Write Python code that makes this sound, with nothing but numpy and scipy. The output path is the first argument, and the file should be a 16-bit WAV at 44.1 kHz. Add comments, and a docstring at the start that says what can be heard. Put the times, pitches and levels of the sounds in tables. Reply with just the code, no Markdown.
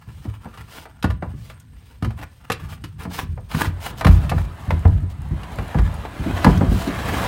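"""Someone crosses a wooden play deck and rides down a plastic tube slide, microphone in hand.
An insect trills faintly in still air. Jeans swish and soles scuff by stick-slip friction, while
footfalls tap the planks and excite their low modes. From about 3 s the body settles into the tube and
thumps its hollow shell, and the enclosed air reverberates. Then the ride begins: the rush of sliding
friction swells with speed, and the shell rumbles over the seams."""
import sys
import numpy as np
from scipy import signal
from scipy.fft import rfft, irfft, next_fast_len
from scipy.io import wavfile
from scipy.ndimage import uniform_filter1d, map_coordinates

SR = 44100
rng = np.random.default_rng(int(sys.argv[2]) if len(sys.argv) > 2 else 0)


def to_wav(s):
    """Save 16-bit WAV."""
    ch = np.atleast_2d(s).T  # columns
    pcm = np.round(np.clip(ch, -1, 1) * 32767)  # PCM
    wavfile.write(sys.argv[1], SR, pcm.astype(np.int16))


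N = 320607


def amp(db):
    """Amplitude ratio of a level in decibels."""
    return 10 ** (np.asarray(db) / 20)


def unit(x):
    """Normalisation to rms 1."""
    return x / np.sqrt(np.mean(x ** 2) + 1e-20)


def along(points, hz):
    """Interpolation of (Hz, value) points on a logarithmic frequency axis."""
    f, v = np.transpose(points)
    return np.interp(np.log(hz + 1), np.log(f), v)


def curve(rows):
    """Linear interpolation of (seconds, value) rows at every sample."""
    return np.interp(np.arange(N) / SR, *np.transpose(rows))


def wobble(rate):
    """Random modulation: a spline with rate knots a second."""
    return map_coordinates(rng.standard_normal(int(N * rate / SR) + 4), [np.arange(N) * rate / SR])


def fade(t, t60):
    """Exponential decay that loses 60 dB in t60 seconds."""
    return np.exp(-np.log(1000) * t / np.maximum(t60, 1e-3))


def coloured(x, gain_db):
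    """Spectral shaping by a gain in dB given as a function of frequency."""
    size = next_fast_len(len(x) + 8192)
    return irfft(rfft(x, size) * amp(gain_db(np.fft.rfftfreq(size, 1 / SR))), size)[:len(x)]


def band_noise(lo_hz, hi_hz, size):
    """Band-limited noise of rms 1."""
    sos = signal.butter(3, [lo_hz, hi_hz], "band", fs=SR, output="sos")
    return unit(signal.sosfilt(sos, rng.standard_normal(size)))


def add(track, s, sound):
    """Superposition of a sound on the track, starting at s seconds."""
    part = track[max(round(s * SR), 0):][:len(sound)]
    part += sound[:len(part)]


def damped_modes(hz, t60, t):
    """Free vibration: one decaying sine per mode."""
    return np.sin(2 * np.pi * np.outer(hz, t)) * fade(t, t60[:, None])


def patchy(x, depth_db):
    """Spectral fluctuation: narrow peaks come and go, as when contact points shift."""
    spectrum = signal.stft(x, nperseg=1024)[2]
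    field = uniform_filter1d(rng.standard_normal(spectrum.shape), size=3, axis=0)
    field = uniform_filter1d(field, size=8, axis=1)
    return signal.istft(spectrum * amp(depth_db * unit(field)), nperseg=1024)[1][:N]


def slips(per_second, spread_db, share):
    """Stick-slip friction: uneven catches carry a share of the power, smooth noise the rest."""
    catches = (rng.random(N) < per_second / SR) * rng.choice([-1, 1], N)
    sizes = amp(spread_db * np.minimum(rng.exponential(size=N), 4))
    return np.sqrt(share) * unit(catches * sizes) + np.sqrt(1 - share) * rng.standard_normal(N)


# Spectrum of the open air. Each row: frequency in Hz, relative level in dB.
AIR_SPECTRUM = [(30, 15), (100, 38), (250, 38), (500, -11), (950, -15), (1700, 22), (3000, -14), (3800, -1),
                (5200, -32), (9000, -37), (16000, -22)]

def outdoors(air_db, insect_db, insect_hz, sweep_hz):
    """Still air and a far insect, whose wing strokes modulate its rasp in amplitude and frequency."""
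    air = patchy(rng.standard_normal(N), depth_db=-7)
    air = unit(coloured(air, lambda hz: along(AIR_SPECTRUM, hz)))
    wing_hz = 16.3 * (1 + .03 * wobble(3))
    stroke = np.sin(2 * np.pi * np.cumsum(wing_hz) / SR)
    rasp = wobble(260) * np.sin(2 * np.pi * np.cumsum(insect_hz + sweep_hz * stroke) / SR)
    pulses = amp(3.5 * stroke + 1.5 * wobble(12))
    return amp(air_db) * air + amp(insect_db) * unit(rasp * pulses)


# Spectrum of the shaking structure. Each row: frequency in Hz, relative level in dB.
SHAKE_SPECTRUM = [(20, -41), (35, -4), (55, 5), (70, 6.5), (88, 7), (115, 2), (160, -1.5), (230, -16),
                  (400, -28), (1000, -97)]

def rumble(friction, blows, sit_s, rest_db, seat_db, drag_db, aftershake_db):
    """Forced vibration: shifting weight, drag and blows add in power to shake the lowest modes."""
    seated = np.arange(N) / SR > sit_s
    power = amp(rest_db) ** 2 + seated * amp(seat_db) ** 2 + (friction * amp(drag_db)) ** 2
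    t = np.arange(SR) / SR
    aftershake = (1 - np.exp(-t / 0.026)) * fade(t, t60=0.95)
    for s, db, _ in blows:
        add(power, s, (amp(db + aftershake_db) * aftershake) ** 2)
    shake = unit(coloured(rng.standard_normal(N), lambda hz: along(SHAKE_SPECTRUM, hz)))
    return shake * np.sqrt(power) * amp(3 * wobble(9.8))


# Rubbing movements. Each row: start and end in seconds, denim swish in dB, sole scuff in dB.
RUBS = [(0.056, 0.37, -62.5, -73), (0.342, 0.548, -86, -52), (0.503, 0.703, -80, -51),
        (0.675, 0.87, -44.5, -46), (1.343, 1.557, -55, -91), (2.16, 2.264, -79, -44.5),
        (2.537, 2.723, -60, -51), (2.683, 2.768, -47.5, -42), (2.98, 3.073, -50.5, -42),
        (3.092, 3.257, -36.5, -40.5), (3.485, 3.718, -37, -29.5), (3.799, 3.925, -37, -35),
        (3.966, 4.023, -40.5, -59), (4.03, 4.2, -44, -36.5), (4.31, 4.469, -51, -39.5),
        (5.09, 5.135, -52, -70), (6.67, 6.93, -38.5, -66), (6.952, 7.498, -44, -32.5)]

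def rub_levels(fidget_swish_db, fidget_scuff_db):
    """Friction noise follows speed: swish and scuff gains arch with each rub, over constant fidgeting."""
    t = np.arange(N) / SR
    levels = np.array([amp(db + 4 * wobble(10)) for db in (fidget_swish_db, fidget_scuff_db)])
    for start, end, swish_db, scuff_db in RUBS:
        during = (t > start) & (t < end)
        progress = (t[during] - start) / (end - start)
        arch = np.abs(np.sin(np.pi * progress ** 0.97)) ** 1.2  # rises a little faster than it falls
        levels[:, during] += np.outer(amp([swish_db, scuff_db]), arch)
    return levels


# Spectrum of rubbing denim. Each row: frequency in Hz, relative level in dB.
DENIM_SPECTRUM = [(150, -18), (500, 13), (1500, 5), (3000, 9.5), (4200, 7), (5200, 5), (7200, 1), (9000, 2),
                  (11000, -2), (16000, 1.5)]

def denim(level, flutter_db):
    """Stick-slip between threads makes a bright, uneven swish."""
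    threads = patchy(slips(per_second=1800, spread_db=3.5, share=.4), depth_db=1.5)
    weave = coloured(threads, lambda hz: along(DENIM_SPECTRUM, hz))
    return unit(weave) * level * amp(flutter_db * wobble(55))


# Spectrum of a scuff. Each row: frequency in Hz, relative level in dB.
SCUFF_SPECTRUM = [(150, 2), (330, 0), (560, -7), (900, 0), (1550, -0.5), (2000, -7), (2800, -9),
                  (5000, -21.5), (12000, -23)]

def scuffs(level, judder_db):
    """Coarser stick-slip: soles and seat scrape in small jerks."""
    jerks = patchy(slips(per_second=900, spread_db=3.5, share=.55), depth_db=2.8)
    scrape = coloured(jerks, lambda hz: along(SCUFF_SPECTRUM, hz))
    return unit(scrape) * level * amp(judder_db * wobble(60))


def thumps(blows, modes, contact_s, scatter_db, detune, rattle_db, rattle_t60):
    """Modal excitation: softer blows favour lower modes; each spot struck weights and tunes them anew."""
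    hard_hz, soft_hz, fall_db_per_octave = 311, 47.9, 10.5
    out, t = np.zeros(N), np.arange(SR * 3 // 5) / SR
    hz, level, t60 = np.transpose(modes)
    polarity = (-1) ** np.searchsorted([70, 125, 230], hz)
    chance = rng.standard_normal((len(blows), 2, len(hz)))
    for (s, db, softness), (strength, tuning) in zip(blows, chance):
        centre_hz = hard_hz * (soft_hz / hard_hz) ** softness
        push_db = lambda f: -fall_db_per_octave * np.abs(np.log2(f / centre_hz))
        gains = polarity * amp(level + push_db(hz) + scatter_db * strength)
        ring = gains @ damped_modes(hz * (1 + detune * tuning), t60, t)
        # the crowded higher modes blur into a short hollow rattle
        rattle = amp(push_db(hard_hz) + rattle_db) * band_noise(153, 387, len(t)) * fade(t, rattle_t60)
        # stronger and harder blows make shorter contacts
        rise_s = contact_s * amp(-.3 * db) * (.5 + softness)
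        add(out, s, amp(db) * (ring + rattle) * (1 - np.exp(-t / rise_s)))
    return amp(3) * out


# Weight landing on the deck. Each row: start in seconds, relative level in dB, softness from 0 to 1.
FOOTFALLS = [(0.073, -33, 0.53), (0.252, -31.5, 0), (0.276, -27, .65), (0.455, -32, 0.18),
             (0.583, -36.5, 0.53), (1.042, -13.5, 0.26), (1.089, -23, 0.82), (1.226, -28.5, 0.27),
             (1.272, -29.5, 0.65), (1.337, -26, 0.5), (2.023, -21.5, 0.36), (2.054, -21, 0.4),
             (2.192, -34.5, 0.39), (2.498, -25.5, 0.21), (2.838, -31, 0.22)]
# Plank modes. Each row: frequency in Hz, relative level in dB, 60 dB decay time in seconds.
PLANK_MODES = [(62.6, 5.5, 0.21), (62, -9, 0.33), (88.5, -1, 0.33), (108, 1.5, 0.26), (132.8, -3.5, 0.21),
               (182, 1, 0.099), (216.7, -6.5, 0.26), (282, 1.5, 0.096), (314.7, -1.5, 0.091)]

def deck_thumps():
    """Impacts of the body's weight set the planks in damped vibration."""
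    return thumps(FOOTFALLS, PLANK_MODES, contact_s=0.0019, scatter_db=3.3, detune=0.03,
                  rattle_db=-2.5, rattle_t60=0.14)


# Hard contacts of soles and hands. Each row: start in seconds, relative level in dB, brightness in dB.
CONTACTS = [(0.25, -38, -4.5), (0.455, -41.5, -14), (0.539, -41.5, 4.5), (0.574, -35.5, 3.5),
            (0.854, -35, -3), (1.026, -28, 9), (1.041, -16, -2.5), (1.102, -28.5, 0.5), (1.223, -29, -11),
            (1.498, -35, 3.5), (2.024, -28, 1), (2.046, -26, 1.5), (2.105, -36, -1.5), (2.213, -35.5, 0),
            (2.5, -13, 0.5), (2.518, -32.5, 21), (2.839, -32, 9.5), (3.051, -32, -7), (3.375, -40.5, -11),
            (3.514, -27.5, 4), (3.547, -24, 2), (3.653, -24.5, 5), (4.01, -18, -1.5), (4.046, -11, 0),
            (4.067, -8.5, -1), (4.294, -24, 10), (4.315, -22, -9), (4.379, -28, -6), (4.705, -18, -4),
            (4.851, -26, -12.5), (5.431, -32.5, 5), (5.585, -24, -3.5), (5.744, -27.5, -11),
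            (5.785, -23.5, -2.5), (6.05, -28, -6.5), (6.445, -6, -0.5), (6.465, -17.5, -14.5),
            (6.609, -26, -15)]
# Panel modes. Each row: frequency in Hz, relative level in dB, decay time as a multiple of the contact's.
PANEL_MODES = [(502, -7, 1.6), (629, -2, 1.2), (776, -11, 1.5), (1053, -4.5, 1.4), (1230, 0, 1),
               (1443, -13.5, 1.4), (1507, -5.5, 1.1), (1809, -7.5, 1.2), (2750, 0, .7), (3120, -6, .7),
               (3944, -13, 1.3)]

def taps(ring_db, clack_db, slap_db, click_db, light_t60, damping, rise_s):
    """Brief impacts excite high panel modes and a gritty crack; brightness trades clack for click."""
    out, t = np.zeros(N), np.arange(SR // 3) / SR
    hz, level, life = np.transpose(PANEL_MODES)
    band = np.searchsorted([900, 2400], hz)
    chance = rng.standard_normal((len(CONTACTS), 3, len(hz)))
    for (s, db, brightness_db), (strength, tuning, side) in zip(CONTACTS, chance):
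        t60 = light_t60 / (1 + damping * amp(db))  # a firmer sole damps the panel sooner
        low_db, high_db = clack_db - brightness_db, click_db + brightness_db
        band_db = np.array([low_db, slap_db, high_db])[band]
        gains = np.sign(side) * amp(level + band_db + ring_db + 2 * strength)
        ring = gains @ damped_modes(hz * (1 + 0.042 * tuning), t60 * life, t)
        clack = amp(low_db) * band_noise(307, 1017, len(t)) * fade(t, 1.4 * t60)
        slap = amp(slap_db) * band_noise(800, 2170, len(t)) * fade(t, t60)
        knots = t[::40]
        grit = unit(amp(3.5 * np.interp(t, knots, rng.standard_normal(len(knots)))))
        crack = band_noise(1630, 4720, len(t)) + amp(-6.5) * band_noise(5000, 13200, len(t))
        click = amp(high_db) * crack * grit * fade(t, t60)
        add(out, s, amp(db) * (ring + clack + slap + click) * (1 - np.exp(-t / rise_s)))
    return out


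# Buttons, rivets and lace tips. Each row: start in seconds, relative level in dB, band centre in Hz.
FASTENER_HITS = [(1.5992, -39.5, 7450), (3.034, -36, 4420), (4.8773, -39, 4200), (5.9404, -37.5, 8790),
                 (6.576, -32, 5430), (6.875, -30, 4510)]

def ticks(gain_db, t60):
    """Small hard bodies strike wood and plastic in high, quickly damped transients."""
    out, t = np.zeros(N), np.arange(SR // 10) / SR
    for s, db, hz in FASTENER_HITS:
        ring = band_noise(0.85 * hz, 1.21 * hz, len(t)) + band_noise(2300, 14000, len(t))
        add(out, s, amp(db + gain_db) * ring * fade(t, t60))
    return out


# Cross resonances of the air in the tube. Each row: centre in Hz, width in Hz, lift in dB.
BORE_MODES = [(268, 76, 3.5), (582, 4.4, 10.5), (676, 61, 4.5), (990, 28, 4.5), (1220, 180, 0),
              (1690, 110, 1.5), (1906, 28, -2.5), (2770, 62, 0), (3060, 55, 2), (3920, 160, 1)]

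def bore_db(hz):
    """Standing waves across the tube lift the spectrum in narrow peaks."""
    return sum(db / (1 + (2 * (hz - centre) / width) ** 2) for centre, width, db in BORE_MODES)


# The tube's reverberation. Each row: frequency in Hz, 60 dB decay time in seconds.
TUBE_DECAY = [(100, 0.59), (600, 0.2), (2000, 0.26), (6000, 0.16), (15000, 0.05)]
# The microphone entering the tube. Each row: time in seconds, share inside from 0 to 1.
INSIDE = [(2.9, 0.12), (3.9, 1)]

def tube_echo(x, mouth_db, inside_db):
    """Reverberation: the tube answers from its mouth at first, then from all around."""
    inside = curve(INSIDE)
    sent = x * (amp(mouth_db) * (1 - inside) + amp(inside_db) * inside)
    hz, t, spectrum = signal.stft(rng.standard_normal(SR // 2), SR, nperseg=256)
    tail = signal.istft(spectrum * fade(t, along(TUBE_DECAY, hz)[:, None]), SR, nperseg=256)[1]
    tail = coloured(tail, bore_db)
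    return signal.fftconvolve(sent, tail / np.linalg.norm(tail))[:N]


def creases(hiss, resting_db, gain_db):
    """Snag and release: denim folds crackle on the plastic, even when hardly moving."""
    level = hiss + amp(resting_db) * curve(INSIDE)
    snags = slips(per_second=35, spread_db=3.5, share=1)
    t = np.arange(SR // 100) / SR
    burst = band_noise(2500, 15000, len(t)) * fade(t, t60=.006)
    return unit(signal.fftconvolve(snags, burst)[:N]) * level * amp(gain_db)


# Blows on the tube. Each row: start in seconds, relative level in dB, softness from 0 to 1.
BODY_BLOWS = [(3.053, -27, 0.25), (3.228, -24, 0.57), (3.285, -26.5, 0.68), (3.545, -16, 0.38),
              (3.668, -18, 0.64), (4.055, -6.5, 0.41), (4.087, -2.5, .85), (4.316, -15.5, 0.46),
              (4.362, -15, 0.71), (4.677, -17, 0.62), (4.721, -13.5, 0.59), (4.851, -7.5, 0.63),
              (4.919, -15.5, 1), (5.019, -18.5, 0.64), (5.309, -16, 0.51), (5.584, -20, 0.51),
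              (5.752, -12, 0.42), (5.785, -8, 1), (5.847, -18, 0.9), (6.194, -17.5, 0.49), (6.26, -17.5, 0),
              (6.328, -21, 0.62), (6.448, -10, 0.1), (6.466, -4, 0.31), (6.571, -10.5, 0.58),
              (6.612, -11.5, 0.22), (6.677, -11.5, 0.76), (6.716, -14, 0.22), (6.872, -19, 0.09),
              (7.2, -22, .5)]
# Shell modes. Each row: frequency in Hz, relative level in dB, 60 dB decay time in seconds.
SHELL_MODES = [(53.1, 3, 0.39), (86.3, 3, 0.32), (98, -17.5, 0.64), (125.8, -11.5, 0.19),
               (152.2, 2.5, 0.15), (182.6, -3, 0.26), (197.2, -9, 0.3), (241.1, -2.5, 0.15),
               (275.2, -2.5, 0.15), (353.7, -9, 0.22)]

def shell_thumps():
    """Impacts of heels, seat and elbows set the hollow shell in damped vibration."""
    return thumps(BODY_BLOWS, SHELL_MODES, contact_s=0.0048, scatter_db=2.54, detune=0.029,
                  rattle_db=-4.0, rattle_t60=0.26)


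# Friction of the ride, which grows with speed. Each row: time in seconds, relative force in dB.
DRAG_FORCE = [(3.4, -54.5), (4.24, -40), (4.44, -48), (4.72, -42), (5.09, -52), (5.54, -40.5), (5.7, -39),
              (6.13, -40), (6.45, -28.5), (6.65, -36.5), (6.89, -32), (7.27, -27.5)]
# Pushing off. Each row: time in seconds, share of the weight that slides.
SLIDING_SHARE = [(3.35, 0.023), (3.8, 0.95)]

def ride_levels(hiss_db, swing_db):
    """Friction scales with the sliding load; its denim hiss dies away faster as the ride slows."""
    friction = amp(curve(DRAG_FORCE)) * curve(SLIDING_SHARE)
    folds = amp(hiss_db + swing_db * wobble(8.9))  # folds of denim come and go
    hiss = friction * (friction / friction.max()) ** 0.29 * folds
    return friction, hiss


# Spectra of sliding and of its fast sizzle. Each row: frequency in Hz, relative level in dB.
RUSH_SPECTRUM = [(80, -6), (160, 5), (300, 1.5), (430, -2), (600, 0), (1000, 0.5), (1600, -3.5),
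                 (2500, -10.5), (4000, -16), (5200, -27.5), (8000, -24), (16000, -33)]
SIZZLE_SPECTRUM = [(900, 4), (1700, -21), (2800, -1.5), (4200, -0.5), (5200, 6), (7000, -7.5), (11000, -35)]

def sliding(level, judder_db, sizzle_db):
    """Source and filter: seat and soles drag along the tube, whose air resonances colour the rush."""
    drag = patchy(slips(per_second=500, spread_db=1.5, share=0.22), depth_db=2.5)
    rush = unit(coloured(drag, lambda hz: along(RUSH_SPECTRUM, hz) + bore_db(hz)))
    sizzle = unit(coloured(drag, lambda hz: along(SIZZLE_SPECTRUM, hz) + bore_db(hz)))
    brightness = amp(sizzle_db) * level / level.max()  # faster sliding is brighter as well as louder
    return (rush + brightness * sizzle) * level * amp(judder_db * wobble(45))


def scene():
    """Superposition of the steps on the deck, the seat in the tube and the ride."""
    swish, scuff = rub_levels(fidget_swish_db=-65, fidget_scuff_db=-62.5)
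    friction, hiss = ride_levels(hiss_db=-14, swing_db=-2)
    thuds = deck_thumps() + shell_thumps()
    near = taps(ring_db=-1, clack_db=-6, slap_db=-5, click_db=-12.5,
                light_t60=0.067, damping=1.7, rise_s=0.00093)
    near += ticks(gain_db=-8.5, t60=0.037)
    near += denim(np.hypot(swish, hiss), flutter_db=1.5)
    near += scuffs(scuff, judder_db=5.5)
    near += creases(hiss, resting_db=-56.5, gain_db=-14.5)
    echo = tube_echo(near, mouth_db=-10.5, inside_db=-11.5)
    rush = sliding(friction * amp(2.5), judder_db=1.5, sizzle_db=-25)
    shake = rumble(friction, FOOTFALLS + BODY_BLOWS, sit_s=2.5,
                   rest_db=-46.5, seat_db=-37.5, drag_db=-2, aftershake_db=-11)
    air = outdoors(air_db=-59, insect_db=-72, insect_hz=8500, sweep_hz=150)
    return (thuds + near + echo + rush + shake + air)[None]


def record(dry):
    """Band limiting and saturation: the microphone sheds both extremes and overloads on heavy blows."""
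    lean = signal.sosfilt(signal.butter(2, 30, "high", fs=SR, output="sos"), dry[0])
    clipped = lean / (1 + np.abs(lean) ** 8) ** (1 / 8)
    return coloured(clipped, lambda hz: -120 * (hz > 15950))[None]


dry = scene()
out = record(dry)
to_wav(out)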